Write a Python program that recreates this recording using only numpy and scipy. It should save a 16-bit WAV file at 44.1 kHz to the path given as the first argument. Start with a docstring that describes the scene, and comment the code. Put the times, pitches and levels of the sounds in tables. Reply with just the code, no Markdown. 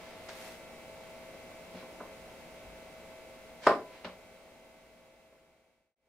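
"""Broccoli on a plastic cutting board, close to a stereo pair of microphones in a small kitchen.
Florets rustle as their fibres give way and bump the board; a knife chops once through a stalk and
sets the board ringing, then a last bit of stalk snaps. Weight on the board booms through the worktop.
Behind it a refrigerator's compressor hums in a rush of air, and the whole sound slowly fades out."""
import sys
import numpy as np
from scipy import signal
from scipy.fft import rfft, irfft, next_fast_len
from scipy.io import wavfile
from scipy.ndimage import map_coordinates

SR = 44100
rng = np.random.default_rng(int(sys.argv[2]) if len(sys.argv) > 2 else 0)


def master_out(mix):
    """Clip the mix to full scale and print it as 16-bit PCM to the path in sys.argv[1]."""
    frames = np.transpose(np.atleast_2d(mix))
    ceiling = np.clip(frames, -1, 1)
    pcm = np.round(ceiling * 32767).astype(np.int16)
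    wavfile.write(sys.argv[1], SR, pcm)


N = 268172


def amp(db):
    """Decibels to gain."""
    return 10 ** (np.asarray(db) / 20)


def unit(x):
    """Scaled to rms 1."""
    return x / np.sqrt(np.mean(x ** 2) + 1e-20)


def along(points, hz):
    """(Hz, value) points read on a log axis."""
    point_hz, values = np.transpose(points)
    return np.interp(np.log(hz + 1), np.log(point_hz + 1), values)


def wobble(rate):
    """A smooth random curve, rate knots a second."""
    knots = rng.standard_normal(int(N * rate / SR) + 4)
    return map_coordinates(knots, [np.arange(N) * rate / SR])


def filtered(x, response):
    """x through a gain that depends on frequency."""
    size = x.shape[-1]
    padded = next_fast_len(size + 8192)
    hz = np.fft.rfftfreq(padded, 1 / SR)
    return irfft(rfft(x, padded) * response(hz), padded)[..., :size]


def softened(x, hz, order):
    """Causal low-pass: a softer contact has less treble."""
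    return signal.sosfilt(signal.butter(order, min(hz, SR / 2 - 1000), fs=SR, output="sos"), x)


def noise(spectrum, likeness, size):
    """Stereo noise of rms 1 with a given colour and left-right likeness."""
    def mid_side_gains(hz):
        angle = np.arccos(np.clip(along(likeness, hz), -1, 1)) / 2
        return amp(along(spectrum, hz)) * [np.cos(angle), np.sin(angle)]
    mid, side = filtered(rng.standard_normal((2, size)), mid_side_gains)
    return unit(np.array([mid + side, mid - side]))


def add(track, start_s, sound):
    """Mix a sound into the track."""
    part = track[:, round(start_s * SR):][:, :sound.shape[-1]]
    part += sound[..., :part.shape[-1]]


def ringing(modes, t):
    """One dying sine for each mode."""
    return [amp(db - 60 * t / t60) * np.sin(2 * np.pi * hz * t) for hz, db, t60 in modes]


# The compressor, in the background. Each row: multiple of the shaft speed, level in dB.
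COMPRESSOR_HARMONICS = [(3, -70), (4, -65), (9, -57.5), (11, -54), (15, -67), (19, -71.5), (23, -70.5),
                        (26, -71.5), (33, -76), (34, -72.5), (35, -64), (36, -67), (38, -70.5), (39, -64.5),
                        (41, -84.5), (42, -73.5), (44, -69), (45, -74.5), (46, -83), (47, -72), (49, -84),
                        (54, -75), (68, -75)]

def refrigerator(shaft_hz=58.78, drift=.0005, waver_db=0.87, spread_hz=2600):
    """Harmonics of the compressor shaft; the higher ones reach the two microphones out of step."""
    turns = np.cumsum(shaft_hz * (1 + drift * wobble(3))) / SR
    out = np.zeros((2, N))
    for multiple, db in COMPRESSOR_HARMONICS:
        lag = rng.choice([-1, 1]) * min(multiple * shaft_hz / spread_hz, np.pi / 2) / 2
        phase = 2 * np.pi * (multiple * turns + rng.random())
        peak = np.sqrt(2) * amp(db + waver_db * wobble(3.4))
        out += peak * np.sin([phase + lag, phase - lag])
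    return out


# Room tone. Each row: frequency in Hz, spectral level in dB.
AIR_SPECTRUM = [(20, -9), (50, -3.5), (110, -7.5), (230, -4.5), (330, -4), (580, -1.5), (850, -6),
                (1200, -12.5), (1800, -13.5), (2600, -14.5), (4500, -19), (6000, -21.5), (10000, -24.5),
                (15500, -29.5)]
# Its width across the pair. Each row: frequency in Hz, left-right correlation.
AIR_LIKENESS = [(60, 0.76), (300, 0.82), (640, .9), (1400, 0.47), (3100, 0), (7000, 0)]

def air(rush_db=-50):
    """The kitchen's even rush of moving air, all around the microphones."""
    return amp(rush_db) * noise(AIR_SPECTRUM, AIR_LIKENESS, size=N)


# Fibres giving way, heard close. Each row: frequency in Hz, spectral level in dB.
FIBRE_SPECTRUM = [(200, -14), (600, 5), (1200, -0.5), (2200, 1.5), (3200, -2.5), (5000, -4.5), (7000, -8),
                  (15000, -11.5)]
# Short rustles; a brief hiss swells just before the chop.
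# Each row: peak in seconds, rise in seconds, level in dB, treble cutoff in Hz.
RUSTLES = [(0.07, .4, -53.5, 5560), (0.45, 0.28, -48, 14000), (1.795, 0.087, -50, 5200),
           (3.665, 0.055, -37.5, 7060), (3.97, .12, -50.5, 5000)]
# A stalk ticks or snaps under the blade. Each row: peak in seconds, level in dB, treble cutoff in Hz.
STALK_SNAPS = [(0.289, -39.5, 8200), (3.669, -39.5, 15000), (4.048, -29, 4600)]

def broccoli(grain_db=2.0, grain_rate=600, rustle_fall_ratio=.6, snap_rise_s=0.0045, snap_fall_s=.03):
    """Tiny fibres give way in clumps: a rustle swells and stops more quickly, a snap starts at once."""
    t = np.arange(N) / SR
    hiss = noise(FIBRE_SPECTRUM, ROOM_LIKENESS, size=N)
    fibres = unit(hiss * amp(grain_db * wobble(grain_rate)))
    strokes = []  # each rise and fall spans 20 dB
    for peak_s, rise_s, db, cutoff_hz in RUSTLES:
        from_peak = np.maximum(peak_s - t, (t - peak_s) / rustle_fall_ratio) / rise_s
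        strokes.append((db - 20 * from_peak ** 2, cutoff_hz))
    for peak_s, db, cutoff_hz in STALK_SNAPS:
        from_peak = np.maximum((peak_s - t) / snap_rise_s, (t - peak_s) / snap_fall_s)
        strokes.append((db - 20 * from_peak, cutoff_hz))
    return sum(softened(fibres * amp(np.maximum(envelope_db, -160)), cutoff_hz, order=4)
               for envelope_db, cutoff_hz in strokes)


# Florets and fingers on the board. Each row: start in seconds, level in dB.
SOFT_BUMPS = [(0.733, -36), (1.746, -28), (1.827, -25), (3.281, -39), (5.325, -26)]

def soft_contacts(cutoff_hz=410.6, crack_db=-12.5):
    """Florets and fingers land softer than steel, all equally dull."""
    return [(start_s, db, cutoff_hz, crack_db) for start_s, db in SOFT_BUMPS]


# The knife meets the board as it is picked up, chops, and finishes the cut.
# Each row: start in seconds, level in dB, treble cutoff in Hz, crack in dB relative to that level.
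KNIFE_BLOWS = [(2.006, -28, 1180, -13.5), (3.6705, -0.5, 7120, -16), (4.0502, -29, 1300, -3.5)]

def knife_contacts(tip_lead_s=.0032, flight_s=.022, shrink=.8, rebound_db=-16, loss_db=1.5, dulling=.58):
    """The blade lands tip first, then with its whole edge, and rebounds ever faster and duller."""
    contacts = []
    for at_s, db, cutoff_hz, crack_db in KNIFE_BLOWS:
        tip = (at_s - tip_lead_s, db - 8.5, cutoff_hz * 1.7, crack_db + 3)  # lighter and brighter
        edge = (at_s, db, cutoff_hz, crack_db)
        contacts += [tip, edge]
        for k in range(3):
            at_s += flight_s * shrink ** k
            contacts.append((at_s, db + rebound_db - loss_db * k, cutoff_hz * dulling ** k, crack_db))
    return contacts


# The plastic board with the blade on it. Each row: frequency in Hz, level in dB, T60 in seconds.
BOARD_MODES = [(238, -18, 0.11), (357, -22.5, 0.1), (372, -16.5, 0.13), (449.5, -14.5, 0.08),
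               (512, -12, 0.094), (624, -3.5, 0.03), (688, -10, .1), (806, -12, 0.11), (1002, -34.5, 0.99),
               (1053, -1.5, .045), (1156, -11, 0.029), (1193, -2, 0.028), (1490, -23, 0.037),
               (1463, -10.5, 0.057), (1670, -24.5, 0.032), (1980, -32.5, 0.05), (2667, -28.5, 0.028),
               (4990, -23, 0.016)]
# The crack of a contact. Each row: frequency in Hz, spectral level in dB.
CRACK_SPECTRUM = [(100, -12), (400, 2), (1400, 7.5), (2200, -4), (3200, -12.5), (4200, -13), (5000, -9.5),
                  (6000, -27.5), (8000, -23), (15000, -31)]

def board(contacts, crack_t60=0.14, ring_db=-4, radiate_hz=170):
    """Each contact rings the board's modes under a short crack."""
    out, t = np.zeros((2, N)), np.arange(SR // 2) / SR
    # neighbouring modes reach the microphones in opposite phase, so the knock takes a moment to bloom
    ring = amp(ring_db) * sum((-1) ** k * mode for k, mode in enumerate(ringing(BOARD_MODES, t)))
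    for start_s, db, cutoff_hz, crack_db in contacts:
        crack = amp(crack_db - 60 * t / crack_t60) * noise(CRACK_SPECTRUM, ROOM_LIKENESS, size=len(t))
        add(out, start_s, amp(db) * softened(ring + crack, cutoff_hz, order=2))
    # a small board radiates hardly any bass
    return signal.sosfilt(signal.butter(2, radiate_hz, "high", fs=SR, output="sos"), out)


# Weight put on the board. Each row: start in seconds, level in dB.
PUSHES = [(1.741, -38.5), (2.006, -48), (3.668, -29.5), (4.047, -35.5)]
# The worktop under the board. Each row: frequency in Hz, level in dB, T60 in seconds.
WORKTOP_MODES = [(80.4, -14.5, 0.31), (184.3, -2, 0.31), (242, -2.5, .15)]
# Two faint, deep thuds before the chop. Each row: start in seconds, level in dB.
THUDS = [(2.19, -56), (2.65, -51)]
# Their resonances. Each row: frequency in Hz, level in dB, T60 in seconds.
THUD_MODES = [(49.3, 1, .7), (79.4, -1, .3)]

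def worktop(attack_s=0.0054):
    """Slow pushes excite just the low resonances, which boom alike in both microphones."""
    out, t = np.zeros((2, N)), np.arange(SR // 2) / SR
    swell = 1 - np.exp(-t / attack_s)
    for events, modes in (PUSHES, WORKTOP_MODES), (THUDS, THUD_MODES):
        boom = swell * sum(ringing(modes, t))
        for start_s, db in events:
            add(out, start_s, amp(db) * boom)
    return out


# The small kitchen's echo. Each row: frequency in Hz, T60 in seconds.
ROOM_DECAY = [(100, .3), (300, 0.44), (1000, 0.24), (3000, 0.24), (6000, 0.26), (14000, 0.3)]
# Width of the echo, fibres and cracks across the pair. Each row: frequency in Hz, left-right correlation.
ROOM_LIKENESS = [(200, .97), (700, .94), (1400, .82), (3000, 0.16), (7000, 0.089)]

def kitchen(direct, wet_db=-5.5, delay_s=0.0049, build_s=0.012):
    """Nearby tiles and cupboards answer within milliseconds; the low mids linger longest."""
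    near_white = noise([(20, 0.017), (20000, 0.0099)], ROOM_LIKENESS, size=SR // 2)
    hz, t, spectra = signal.stft(near_white, SR, nperseg=256)
    decay = amp(-60 * t / along(ROOM_DECAY, hz)[:, None])
    tail = signal.istft(spectra * decay, SR, nperseg=256)[1]
    since_arrival = np.maximum(np.arange(tail.shape[1]) / SR - delay_s, 0)
    tail *= 1 - np.exp(-since_arrival / build_s)
    echo = signal.fftconvolve(direct, tail / np.linalg.norm(tail[0]), axes=1)[:, :N]
    return direct + amp(wet_db) * echo


def fader(open_gain=0.79, fade_s=4.46, silent_at_s=5.952):
    """The fader closes along a quarter sine and just reopens past its silent point."""
    opening = np.abs(silent_at_s - np.arange(N) / SR) / fade_s
    return open_gain * np.sin(np.pi / 2 * np.minimum(opening, 1))


def scene():
    """Work at the board in front, refrigerator and room tone behind."""
    knocks = board(soft_contacts() + knife_contacts())
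    return kitchen(knocks + broccoli()) + worktop() + refrigerator() + air()


# The balance of the microphone pair. Each row: frequency in Hz, left minus right in dB.
MIC_BALANCE = [(60, 2.5), (200, .5), (600, 1), (1300, -1.5), (2400, 0.6), (4400, -0.5), (8000, -.5)]

def record(dry, top_hz=15720):
    """Two slightly unequal microphones feed the fader; nothing passes above the band limit."""
    pair = filtered(dry, lambda hz: amp(np.outer([.5, -.5], along(MIC_BALANCE, hz))))
    return filtered(pair * fader(), lambda hz: hz < top_hz)


dry = scene()
out = record(dry)
master_out(out)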